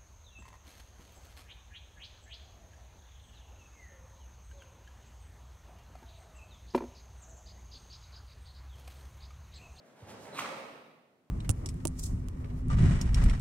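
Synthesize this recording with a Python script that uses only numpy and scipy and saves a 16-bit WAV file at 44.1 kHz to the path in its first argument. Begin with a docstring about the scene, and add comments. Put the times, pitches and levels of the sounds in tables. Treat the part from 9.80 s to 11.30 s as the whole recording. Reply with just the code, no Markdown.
"""Karate strike in a sports hall

A large, hard-walled hall; a stereo microphone, far enough off for the room to rival the direct sound.
Slightly to the right, a bare foot thumps and slides on the sprung floor, a heavy cotton jacket
swishes, and the sleeve whips taut in quickening flaps. Walls answer with a few echoes and a long tail."""
import sys
import numpy as np
from scipy import signal
from scipy.fft import rfft, irfft
from scipy.io import wavfile

SR = 44100
rng = np.random.default_rng(int(sys.argv[2]) if len(sys.argv) > 2 else 0)


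def dump_mix(stems):
    """Bounce the given channels to the path in sys.argv[1] as a 16-bit WAV at rate SR."""
    frames = np.atleast_2d(stems).T  # one column per channel
    limited = np.clip(frames, -1, 1)  # hard clip at full scale
    pcm = np.round(limited * 32767).astype(np.int16)
    wavfile.write(sys.argv[1], SR, pcm)


N = 66150
T = np.arange(N) / SR

# cloth rubs as the limbs move: peak t/s, level/dB, rise/s, fall/s, fibre hiss against rustle/dB
SWISHES = [(0.081, -72, 0.045, 0.083, -3), (0.211, -65, 0.049, 0.15, -7.5),
           (0.308, -54.5, 0.031, 0.033, -6), (0.447, -61.5, 0.057, 0.063, -1.5),
           (0.581, -46.5, 0.036, 0.042, -10), (0.594, -40, 0.0096, 0.024, -6)]


def from_db(db):
    """Decibels to gain."""
    return 10 ** (np.asarray(db) / 20)


def rms_one(x):
    """Scale to unit rms."""
    return x / np.sqrt(np.mean(x ** 2) + 1e-20)


def at_hz(table, hz):
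    """Read each column of a table at a frequency."""
    table_hz, *columns = np.transpose(table)
    return [np.interp(np.log(hz + 1), np.log(table_hz), column) for column in columns]


def coloured(x, spectrum):
    """Give a steady noise its spectrum; rms 1."""
    db, = at_hz(spectrum, np.arange(N // 2 + 1) * SR / N)
    return rms_one(irfft(rfft(x) * from_db(db), N))


def filtered(x, hz, kind):
    """Second-order Butterworth filter."""
    return signal.sosfilt(signal.butter(2, hz, kind, fs=SR, output="sos"), x)


def resonant_noise(hz, width_hz):
    """Noise through a resonance, twice for steep skirts; rms 1."""
    b, a = signal.iirpeak(hz, hz / (2 * width_hz), fs=SR)
    return rms_one(signal.lfilter(b, a, signal.lfilter(b, a, rng.standard_normal(N))))


def swells(rows):
    """Each movement rises as a bell curve and dies exponentially."""
    power = 0
    for peak_s, db, rise, fall in rows:
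        away = np.where(T < peak_s, ((T - peak_s) / rise) ** 2, (T - peak_s) / fall)
        power = power + from_db(db) ** 2 * np.exp(-2 * np.minimum(away, 20))
    return np.sqrt(power)


def pan(x, right_db):
    """Place a sound between left and right."""
    return x * from_db([[-right_db / 2], [right_db / 2]])


def room_noise(spectrum, alike_below_hz=940, apart_db=-6):
    """Diffuse noise, alike in both channels only in the bass."""
    shared = filtered(coloured(rng.standard_normal(N), spectrum), alike_below_hz, "low")
    return shared + from_db(apart_db) * coloured(rng.standard_normal((2, N)), spectrum)


def ventilation(gain_db=-71):
    """Room tone: steady ventilation and hiss."""
    # its spectrum: f/Hz, relative level/dB
    spectrum = [(25, -3), (80, -4), (200, 4), (550, -2), (1000, -7.5), (2500, -11.5), (6000, -17.5),
                (15000, -23.5)]
    return from_db(gain_db) * room_noise(spectrum)


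def lingering_ring(gain_db=-58.5, t60_s=3.2):
    """The hall still rings from an earlier movement."""
    # spectrum of the ring: f/Hz, relative level/dB
    spectrum = [(40, -50), (90, -8), (200, 3.5), (350, 0), (600, 7.5), (850, -6.5), (1600, -1.5),
                (4000, -16.5), (15000, -36)]
    return from_db(gain_db - 60 * T / t60_s) * room_noise(spectrum)


def thread_grains(spectrum, per_s=7000, spread_db=2.5):
    """Threads catch and slip in thousands of tiny grains; rms 1."""
    sizes = from_db(spread_db * np.minimum(rng.exponential(1, N), 4))
    signs = rng.choice([-1, 1], N)
    slips = rng.random(N) < per_s / SR
    return coloured(sizes * signs * slips, spectrum)


def cloth_rustle():
    """Cotton rubs on cotton with each move of the limbs."""
    # spectrum of the rub: f/Hz, relative level/dB
    spectrum = [(300, -23), (800, 10), (1500, 4), (2600, 2), (4000, -1.5), (6500, -9), (10000, -34),
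                (16000, -45)]
    return thread_grains(spectrum) * swells([row[:4] for row in SWISHES])


def fibre_hiss():
    """The fibres add a fine hiss to each rub."""
    # spectrum of the hiss: f/Hz, relative level/dB
    spectrum = [(1500, -26), (4000, -5), (6000, 2.5), (8500, 3), (11000, -4.5), (16000, -13)]
    rubs = [(peak_s, db + hiss_db, rise, fall) for peak_s, db, rise, fall, hiss_db in SWISHES]
    return thread_grains(spectrum) * swells(rubs)


def jacket_billows():
    """The loose jacket billows and pushes air."""
    # puffs of air: peak t/s, level/dB, rise/s, fall/s
    puffs = [(.21, -65.5, 0.09, 0.074), (.312, -55.5, 0.076, 0.032), (.46, -63.5, 0.042, 0.03),
             (.545, -54, 0.042, 0.036), (.596, -49, 0.017, 0.0099)]
    # their spectrum: f/Hz, relative level/dB
    spectrum = [(30, -12), (70, -10), (130, 0), (230, -0.5), (340, -6.5), (550, -5.5), (900, -9.5),
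                (1600, -19), (4000, -49.5)]
    return coloured(rng.standard_normal(N), spectrum) * swells(puffs)


def steps(bend=1.1, bend_s=.006):
    """The sprung floor gives for two or three cycles, sinking in pitch as it takes the weight."""
    # weight lands: t/s, level/dB, settled f/Hz, rise/s
    footfalls = [(.222, -41, 86, .0115), (.593, -52, 112, .008)]
    out = np.zeros(N)
    for start, db, hz, rise in footfalls:
        age = np.maximum(T - start, 0)
        cycles = hz * (age + bend * bend_s * (1 - np.exp(-age / bend_s)))
        envelope = age / rise * np.exp((1 - (age / rise) ** 2) / 2)
        out += from_db(db) * envelope * np.sin(2 * np.pi * cycles)
    return out


def sole_slides():
    """A bare sole slides on the floor as the stance shifts and settles."""
    # slides: peak t/s, level/dB, rise/s, fall/s
    slides = [(.365, -57.5, 0.0067, 0.019), (.485, -48.5, .02, 0.0032), (.715, -50.5, 0.05, 0.1)]
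    return resonant_noise(hz=563, width_hz=227) * swells(slides)


def weave_zips():
    """The sleeve's weave zips along the forearm."""
    # pitches of the weave: f/Hz, width/Hz, relative level/dB
    weave = [(3970, 240, -1), (8330, 400, -3.5)]
    # zips: peak t/s, level/dB, rise/s, fall/s
    zips = [(.44, -68.5, .04, 0.016), (.565, -55, 0.034, 0.018)]
    return sum(from_db(db) * resonant_noise(hz, width) for hz, width, db in weave) * swells(zips)


def fold_cracks():
    """A fold of cloth flips over: a short papery ring and a tick."""
    # cracks: t/s, level/dB, f/Hz, decay/s, tick against ring/dB
    cracks = [(.4545, -49, 1500, .003, -14), (.47, -51, 1200, .003, -20), (.489, -44, 620, .003, -28),
              (.5578, -43, 800, .002, -18), (.5764, -39, 2100, .003, -5), (.586, -37, 900, .0015, -16),
              (.5927, -35, 2300, .003, -8)]
    out = np.zeros(N)
    for peak_s, db, hz, decay, tick_db in cracks:
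        out += swells([(peak_s, db, .0004, decay)]) * resonant_noise(hz, width_hz=595)
        out += swells([(peak_s, db + tick_db, .0001, .0006)]) * rng.standard_normal(N)
    return out


def sleeve_whip(gain_db=-2, jitter=.07, overtone_db=-17, hiss_db=-35):
    """A wave runs down the sleeve, flapping faster toward the cuff; each flap spits fibre noise."""
    # course of the whip: t/s, flap rate f/Hz, relative level/dB
    course = [(.5868, 1000, -42), (.5882, 1130, -27), (.5916, 1220, -25.5), (.5926, 1600, -34),
              (.5936, 2900, -36.5), (.5953, 3200, -33), (.597, 3000, -46)]
    times, hz, db = np.transpose(course)
    rate = np.interp(T, times, hz) * (1 + jitter * resonant_noise(hz=292, width_hz=300))
    phase = 2 * np.pi * np.cumsum(rate * (T > times[0])) / SR
    hiss = filtered(rng.standard_normal(N), 2400, "high") * (1 + np.sin(phase)) / 2
    flaps = np.sin(phase) - from_db(overtone_db) * np.cos(2 * phase) + from_db(hiss_db) * hiss
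    return flaps * from_db(gain_db + np.interp(T, times, db, left=-200, right=-200))


def karateka():
    """The movement from one direction: (stereo sound at the microphone, sound sent into the hall)."""
    # sound, right minus left/dB, hall send/dB
    layers = [(cloth_rustle(), 2.5, 1),
              (fibre_hiss(), 8, -6),
              (jacket_billows(), 1.5, 3.5),
              (steps(), 1.5, -2),
              (sole_slides(), 6.5, -4),
              (weave_zips(), 2.5, 1),
              (fold_cracks(), 5, 3.5),
              (sleeve_whip(), 5, -4)]
    direct = sum(pan(sound, right_db) for sound, right_db, _ in layers)
    sent = sum(from_db(send_db) * sound for sound, _, send_db in layers)
    return direct, sent


def wall_echoes(x, band_hz=(224, 5300), spread_s=.00022):
    """The nearest wall panels return a few thinned, dulled copies, a little apart in each channel."""
    # single echoes: delay t/s, level/dB
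    echoes = [(.0152, -7), (.028, -12), (.0545, -12), (.0595, -13), (.067, -10)]
    out = np.zeros((2, N))
    for delay, db in echoes:
        lags = delay + spread_s * (2 * rng.random(2) - 1)
        out += from_db(db) * np.array([np.interp(T - lag, T, x, left=0) for lag in lags])
    return filtered(out, band_hz, "band")


def hall_response(delay_s=.017, build_s=.008, sag_db_per_s2=19):
    """A diffuse tail that dies band by band, faster as it ages."""
    # hall tail: f/Hz, level/dB, t60 before the sag/s, left-right likeness, right minus left/dB
    tail = [(60, 5.5, 2.5, 0.77, -6), (99, -4.5, 0.6, 0.78, 11), (151, 1.5, 3.5, 1, -2),
            (245, 5.5, 2.87, 0.92, 3), (574, 7.5, 1.42, 0.58, 0.5), (1160, 2, 1.7, 0, 1),
            (1900, 2.5, 1.67, 0, 2.5), (3030, -1.5, 1.78, 0.11, 1.5), (5700, 1, 1.27, 0, 4.5),
            (8700, -0.5, 1.05, 0.14, 6), (14900, -2, 2.3, 0, 7.5)]
    out = np.zeros((2, N))
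    edges_hz = np.geomspace(40, 17000, 19)
    white = rng.standard_normal((2, 2, N))
    age = np.maximum(T - delay_s, 0)
    shape = (1 - np.exp(-age / build_s)) * from_db(-sag_db_per_s2 * age ** 2)
    for k, (low, high) in enumerate(zip(edges_hz, edges_hz[1:])):
        db, t60, alike, right_db = at_hz(tail, np.sqrt(low * high))
        mid, side = filtered(white[k % 2], [low, high], "band")  # neighbours get unrelated noise
        band = np.sqrt((1 + alike) / 2) * mid + np.sqrt((1 - alike) / 2) * side * [[1], [-1]]
        fade = shape * from_db(-60 * age / t60)
        out += pan(band, right_db) * from_db(db) * fade / np.sqrt(np.sum(fade ** 2))
    return out


def scene(direction_count=4, right_lag_samples=3):
    """Cloth radiates differently in several directions, and each takes its own way round the hall."""
    directions = [karateka() for _ in range(direction_count)]
    tails = [signal.fftconvolve(sent[None], hall_response(), axes=1)[:, :N] for _, sent in directions]
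    hall = sum(tails) / np.sqrt(direction_count)
    left, right = directions[0][0]  # the first direction faces the microphone
    direct = np.array([left, np.pad(right, (right_lag_samples, 0))[:N]])
    return direct + wall_echoes((left + right) / 2) + hall + lingering_ring() + ventilation()


def record(dry, low_cut_hz=97, top_hz=15680):
    """The microphone thins the deep bass; the top is cut steeply."""
    thinned = filtered(dry, low_cut_hz, "high")
    return signal.sosfilt(signal.ellip(12, .1, 80, top_hz, fs=SR, output="sos"), thinned)


dry = scene()
out = record(dry)
dump_mix(out)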